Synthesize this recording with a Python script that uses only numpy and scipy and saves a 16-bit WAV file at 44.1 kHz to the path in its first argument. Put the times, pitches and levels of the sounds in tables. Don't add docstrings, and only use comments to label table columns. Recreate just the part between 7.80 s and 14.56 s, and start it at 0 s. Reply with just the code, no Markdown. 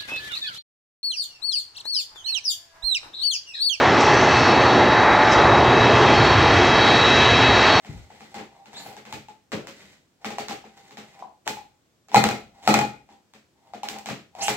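import sys
import numpy as np
from scipy import signal
from scipy.fft import rfft, irfft, next_fast_len
from scipy.io import wavfile
from scipy.ndimage import map_coordinates

SR = 44100
rng = np.random.default_rng(int(sys.argv[2]) if len(sys.argv) > 2 else 0)


def to_wav(s):
    ch = np.atleast_2d(s).T
    pcm = np.round(np.clip(ch, -1, 1) * 32767)
    wavfile.write(sys.argv[1], SR, pcm.astype(np.int16))


N = 298204
RING = round(.6 * SR)


def amp(db):
    return 10 ** (np.asarray(db) / 20)


def unit(x):
    return x / np.sqrt(np.mean(x ** 2) + 1e-20)


def blow(x):
    return unit(x) * np.sqrt(.01 * SR / x.shape[-1])


def along(points, hz):
    f, values = np.transpose(points)
    return np.interp(np.log(hz + 1), np.log(f + 1), values)


def filtered(x, response):
    n = x.shape[-1]
    padded = next_fast_len(n + 4096)
    return irfft(rfft(x, padded) * response(np.fft.rfftfreq(padded, 1 / SR)), padded)[..., :n]


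def low_cut(x, hz):
    return filtered(x, lambda f: (1j * f / (hz + 1j * f)) ** 2)


def resonance(f, hz, width):
    return 1j * f * width / (hz * hz - f * f + 1j * f * width)


def fade(t, t60):
    return np.exp(-np.log(1000) * t / t60)


def ring(modes, t, scatter, vary_db):
    tune = 1 + scatter * rng.standard_normal()
    return sum(amp(db + vary_db * rng.standard_normal()) * fade(t, t60) * np.sin(2 * np.pi * hz * tune * t)
               for hz, db, t60 in modes)


def add(track, start_s, x):
    part = track[..., max(round(start_s * SR), 0):][..., :x.shape[-1]]
    part += x[..., :part.shape[-1]]


# frequency_hz, correlation
COHERENCE = [(120, 0.77), (300, 0.75), (800, 0.34), (1500, 0.033), (2500, 0.061)]
def diffuse(n):
    def mid_side(f):
        angle = np.arccos(np.clip(along(COHERENCE, f), -1, 1)) / 2
        return np.array([np.cos(angle), np.sin(angle)])
    mid, side = filtered(rng.standard_normal((2, n)), mid_side)
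    return np.array([mid + side, mid - side])


# frequency_hz, gain_db
ROOM_TONE = [(20, -34.5), (38, -30.5), (62, 1.5), (130, 1), (300, -1.5), (800, -10.5), (2000, -15.5),
             (8000, -19), (9500, -28), (15500, -28)]
def room_tone(level_db=-66):
    return amp(level_db) * unit(filtered(diffuse(N), lambda f: amp(along(ROOM_TONE, f))))


def direct(x, lag_s=.0001):
    return filtered(x, lambda f: np.array([np.exp(-2j * np.pi * f * lag_s), np.ones_like(f)]))


# frequency_hz, t60_s
ROOM_DECAY = [(150, 0.69), (800, 0.29), (2500, 0.36), (7000, 0.32), (15000, 0.32)]
def room(x, build_s=0.0068):
    hz, t, spectrum = signal.stft(diffuse(RING), SR, nperseg=256)
    tail = signal.istft(spectrum * fade(t, along(ROOM_DECAY, hz)[:, None]), SR, nperseg=256)[1]
    tail *= 1 - np.exp(-(np.arange(tail.shape[1]) / SR / build_s) ** 2)
    reverb = signal.fftconvolve(x[None], tail, axes=1)[:, :len(x)]
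    return unit(reverb) * np.sqrt(np.mean(x ** 2))


# frequency_hz, gain_db
CLICK_SPECTRUM = [(400, -16), (900, -6), (1300, -5), (1700, -4), (2400, -1.5), (3000, -3), (4200, -3.5),
                  (5100, -2), (7800, -1.5), (8800, -13), (15500, -12.5)]
def plastic_click(t, tilt):
    f = np.fft.rfftfreq(2 * len(t), 1 / SR)
    octaves = np.log2(np.maximum(f / 1000, 1))
    magnitude = amp(along(CLICK_SPECTRUM, f) + tilt * octaves)
    cepstrum = irfft(np.log(magnitude))[:len(t)] * np.where(t > 0, 2, 1)
    return irfft(np.exp(rfft(cepstrum, 2 * len(t))))[:len(t)]


def barrel_clack(t, click, snap_t60=0.0086, chatter_t60=0.074, chatter_db=-17):
    burst = rng.standard_normal(len(t)) * (fade(t, snap_t60) + amp(chatter_db) * fade(t, chatter_t60))
    return blow(signal.fftconvolve(burst, click)[:len(t)])


# pitch_hz, gain_db, t60_s
WALL_MODES = [(1332, 6, 0.07), (1433, -1, 0.16), (1950, -4.5, 0.079), (2110, -8, 0.15), (2240, 0, 0.043),
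              (2473, 4, 0.076), (4120, -0.5, 0.047), (4510, -3, .06)]
def mug_wall(t):
    return blow(sum(ring(WALL_MODES, t, scatter=0.012, vary_db=9) for _ in range(2)))


# pitch_hz, gain_db, t60_s
AIR_MODES = [(746, -2, 0.027), (817, 3, 0.071), (930, -8.5, 0.03)]
def mug_air(t, swell_s=0.0014):
    return ring(AIR_MODES, t, scatter=0.032, vary_db=7) * (1 - np.exp(-t / swell_s))


# pitch_hz, gain_db, t60_s
HUM_MODES = [(747, -14, 0.24), (808, 10.5, 0.305), (847, -2, 0.079)]
def mug_hum(t, swell_s=0.015):
    return blow(ring(HUM_MODES, t, scatter=.005, vary_db=5) * (1 - np.exp(-t / swell_s)))


# pitch_hz, gain_db, t60_s
TABLE_MODES = [(128.2, -10, 0.34), (176, -20.5, 0.1), (213.7, 3, 0.29), (317.5, -14.5, 0.26),
               (424.8, -4, 0.24), (474.7, -9.5, 0.15), (546, -10, 0.21)]
# frequency_hz, gain_db
DENSE_SPECTRUM = [(25, -42), (55, -16.5), (120, -2.5), (250, 0.5), (500, -4), (700, -14), (1500, -31.5),
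                  (4000, -71.5)]
def table_ring(t, dense_t60=0.3, build_s=0.016, dense_db=-3.5):
    dense = filtered(diffuse(len(t)), lambda f: amp(along(DENSE_SPECTRUM, f))) * fade(t, dense_t60)
    modes = ring(TABLE_MODES, t, scatter=0.002, vary_db=4.5)
    return (unit(modes) + amp(dense_db) * unit(dense)) * (1 - np.exp(-(t / build_s) ** 2))


def contact(db, air_db, feel, low_cut_hz, hum_db=-13, click_room_db=0.5, wall_room_db=4, air_room_db=-1):
    t = np.arange(RING) / SR
    clack_db, table_db, wall_db, tilt = feel
    click = plastic_click(t, tilt)
    clack = amp(db + clack_db) * barrel_clack(t, click)
    wall = amp(min(db + clack_db, air_db) + wall_db) * mug_wall(t)
    hoot = amp(air_db) * blow(mug_air(t))
    hum = amp(air_db + hum_db) * mug_hum(t)
    thud = amp(db + table_db) * blow(low_cut(table_ring(t), low_cut_hz))
    radiated = amp(db + click_room_db) * blow(click) + amp(wall_room_db) * wall + amp(air_room_db) * hoot
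    return direct(clack + wall + hoot + hum) + room(radiated) + thud


# clack_db, table_db, wall_db, tilt_db_per_octave
SOFT_FEEL, HARD_FEEL = (-11, 4.5, -14.5, -5.5), (3, -9, -13, 0.2)
# start_s, strength_db, air_db, hardness (0-1)
MARKER_TAPS = [(0.048, -44, -49.5, 0.32), (0.303, -52, -47, 0.28), (0.407, -45, -48.5, 0.3),
               (0.543, -37, -41, 0.3), (0.583, -38.5, -53, 0), (0.858, -47.5, -55.5, 0.35),
               (0.931, -48.5, -46, 0.5), (1.063, -43, -43, 0.3), (1.113, -54, -46.5, 0.6),
               (1.167, -42.5, -45.5, 0.43), (1.253, -42.5, -53, 0.32), (1.326, -34, -37, 0.6),
               (1.485, -48.5, -42.5, 0.52), (1.719, -28, -54, 0.14), (1.871, -37.5, -58, 0.52),
               (2.446, -29, -34.5, 0.34), (2.505, -35.5, -37.5, 0.3), (2.584, -31, -29.5, .5),
               (2.684, -30.5, -43.5, 0.47), (2.71, -35, -34, 0.45), (2.841, -48.5, -47.5, 0),
               (3.109, -46.5, -56.5, 0.42), (3.172, -38.5, -45.5, .35), (3.392, -50.5, -66, 0.5),
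               (3.424, -58.5, -35.5, 0), (3.677, -26.5, -30, 0.87), (3.77, -54.5, -38, .5),
               (4.285, -48.5, -54.5, .4), (4.317, -41, -40.5, 0.26), (5.29, -55.5, -53.5, 0.2),
               (5.537, -48.5, -59, .45), (5.936, -41, -37, 0.25), (6.033, -36.5, -29.5, 0.64),
               (6.087, -31.5, -44, 0.94), (6.129, -39.5, -43, .3), (6.186, -44.5, -63, 1),
               (6.259, -33.5, -40.5, .55), (6.288, -29.5, -38.5, .3), (6.551, -50, -43, 0.6),
               (6.682, -22, -22, .65)]
def taps(low_cut_hz=123, settle_wait_s=(.007, .02), settle_db=-10.5):
    out, t = np.zeros((2, N)), np.arange(RING // 4) / SR
    for start_s, db, air_db, hardness in MARKER_TAPS:
        feel = np.add(SOFT_FEEL, hardness * np.subtract(HARD_FEEL, SOFT_FEEL))
        add(out, start_s, contact(db, air_db, feel, low_cut_hz))
        clack_db, _, _, tilt = feel
        tick = amp(db + clack_db + settle_db) * barrel_clack(t, plastic_click(t, tilt))
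        add(out, start_s + rng.uniform(*settle_wait_s), direct(tick))
    return out


# start_s, level_db, centre_hz, t60_s
SOFT_BUMPS = [(0.086, -29.5, 132, 0.31), (0.141, -31, 80, 0.38), (1.328, -39.5, 121, 0.44),
              (1.722, -30, 413, 0.5), (1.739, -32, 146, 0.28), (3.665, -31, 680, 0.19),
              (6.306, -34.5, 197, 0.32)]
def bumps(relative_width=0.93, build_s=0.0034):
    out, t = np.zeros((2, N)), np.arange(RING) / SR
    for start_s, db, hz, t60 in SOFT_BUMPS:
        thump = filtered(diffuse(RING), lambda f: resonance(f, hz, relative_width * hz) ** 2)
        envelope = fade(t, t60) * (1 - np.exp(-t / build_s))
        add(out, start_s, amp(db) * blow(thump * envelope))
    return out


# pitch_hz, width_hz, gain_db
BARREL_MODES = [(2067, 48, 3.5), (2440, 34, -3.5), (3007, 92, -7), (3693, 72, -6)]
def barrel_ring(slips, widen=4.1):
    response = lambda f: sum(amp(db) * resonance(f, hz, widen * width) for hz, width, db in BARREL_MODES)
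    return unit(filtered(slips, response))


def ticks(per_s):
    return unit((rng.random(N) < per_s / SR) * rng.standard_normal(N))


def rattle(t, per_s=45, click_db=-13):
    light_tap = blow(mug_air(t)) + amp(click_db) * blow(plastic_click(t, tilt=-4))
    return unit(signal.fftconvolve(ticks(per_s), light_tap)[:N])


# frequency_hz, gain_db
FRICTION_SPECTRUM = [(40, -2), (150, 2), (400, 1.5), (1200, -4), (2200, -4), (4000, -5), (7800, -2.5),
                     (9000, -16), (15500, -19)]
# peak_s, half_length_s, friction_db, air_db
RUB_STROKES = [(0.125, 0.083, -48, -53.5), (0.393, 0.11, -48, -56), (0.589, .039, -45, -41),
               (0.767, 0.087, -63, -53.5), (1.037, 0.11, -45, -47.5), (1.31, .03, -45.5, -46.5),
               (2.0, 0.13, -51, -91), (2.428, 0.019, -55.5, -52.5), (3.036, 0.17, -55, -60),
               (3.292, 0.066, -53.5, -62), (3.41, 0.056, -68, -48), (3.669, 0.011, -37.5, -41.5),
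               (4.347, 0.018, -36.5, -33), (4.807, 0.073, -57.5, -53), (4.861, 0.021, -35, -35),
               (5.321, 0.029, -59.5, -54), (5.864, 0.073, -64.5, -57.5), (6.166, 0.015, -48, -39),
               (6.589, .037, -53.5, -44.5), (6.617, 0.021, -38.5, -37), (6.686, 0.036, -36.5, -29.5)]
def rubbing(slips_per_s=600, grips_per_s=70, grip_db=4, barrel_db=-6, hollow_db=-2, rattle_db=-7,
            direct_db=-5, room_db=-3):
    t = np.arange(N) / SR
    catches = rng.standard_normal(int(t[-1] * grips_per_s) + 4)
    grip = amp(grip_db * map_coordinates(catches, [t * grips_per_s]))
    slips = lambda: grip * (ticks(slips_per_s) + rng.standard_normal(N))
    friction = unit(filtered(slips(), lambda f: amp(along(FRICTION_SPECTRUM, f))))
    scrape = unit(friction + amp(barrel_db) * barrel_ring(slips()))
    hollow = unit(signal.fftconvolve(slips(), mug_air(t[:RING]))[:N])
    stirred = amp(hollow_db) * hollow + amp(rattle_db) * rattle(t[:RING])
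    strokes = sum(np.exp(-((t - peak_s) / half_s) ** 2) * (amp(db) * scrape + amp(air_db) * stirred)
                  for peak_s, half_s, db, air_db in RUB_STROKES)
    return amp(direct_db) * direct(strokes) + amp(room_db) * room(strokes)


# start_s, length_s, first_hz, last_hz, strength_db, roughness (0-1)
BARREL_SLIDES = [(0.94, 0.056, 3050, 4730, -37.5, 0.06), (.955, 0.051, 7900, 6850, -40, .04),
                 (0.961, 0.14, 10830, 12840, -49.5, .2), (6.605, 0.041, 4200, 8300, -21, 0.12),
                 (6.6, 0.083, 2680, 3000, -31, .12), (6.603, 0.1, 10400, 12500, -37, .17),
                 (6.635, 0.052, 8100, 7900, -29.5, 0)]
def slides(jitter_hz=1200, direct_db=-1, room_db=-2):
    out, t = np.zeros((2, N)), np.arange(RING) / SR
    for start_s, length_s, first_hz, last_hz, db, roughness in BARREL_SLIDES:
        progress = np.clip(t / length_s, 0, 1)
        pitch = first_hz + (last_hz - first_hz) * progress
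        jitter = unit(filtered(rng.standard_normal(RING), lambda f: 1 / (1 + (f / jitter_hz) ** 2)))
        phase = 2 * np.pi * np.cumsum(pitch * (1 + roughness * jitter)) / SR
        pressure = np.sqrt(np.abs(np.sin(np.pi * progress ** 2)))
        zipping = amp(db) * pressure * np.sin(phase)
        add(out, start_s, amp(direct_db) * direct(zipping) + amp(room_db) * room(zipping))
    return out


DROP_FEEL, BOUNCE_FEEL = (-2.5, 5, -1.5, -1.8), (2.5, 3.5, -10, -3)
# start_s, landing_db, air_db, slap_db, first_flight_s, first_bounce_db, bounce_air_db
MARKER_DROPS = [(4.345, -21, -9.5, -18.5, .0945, -21.5, -25), (4.876, -19, -15.5, -25.5, .065, -19.5, -17)]
def drops(slap_s=.015, slap_air_db=2, bounces=3, second_flight_s=.049, shrink=.47,
          loss_db=7, air_loss_db=4, low_cut_hz=30.38):
    out = np.zeros((2, N))
    for start_s, db, air_db, slap_db, flight_s, bounce_db, bounce_air_db in MARKER_DROPS:
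        add(out, start_s, contact(db, air_db, DROP_FEEL, low_cut_hz))
        add(out, start_s + slap_s, contact(slap_db, slap_db + slap_air_db, DROP_FEEL, low_cut_hz))
        for k in range(bounces):
            delay_s = flight_s + second_flight_s * sum(shrink ** j for j in range(k))
            bounce = contact(bounce_db - loss_db * k, bounce_air_db - air_loss_db * k,
                             BOUNCE_FEEL, low_cut_hz)
            add(out, start_s + delay_s, bounce)
    return out


# frequency_hz, gain_db
LEFT_RESPONSE = [(200, 1.5), (1000, 2.9), (2400, 2.5), (4400, 1), (6000, -12.5), (8000, -26),
                 (11000, -23.5), (15000, -9)]
def scene():
    handling = taps() + drops() + bumps() + rubbing() + slides()
    ports = lambda f: np.array([amp(along(LEFT_RESPONSE, f)), np.ones_like(f)])
    return filtered(handling, ports) + room_tone()


def record(dry, low_cut_hz=40, top_hz=15800):
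    clipped = np.clip(low_cut(dry, low_cut_hz), -1, 1)
    return filtered(clipped, lambda f: f < top_hz)


dry = scene()
out = record(dry)
to_wav(out)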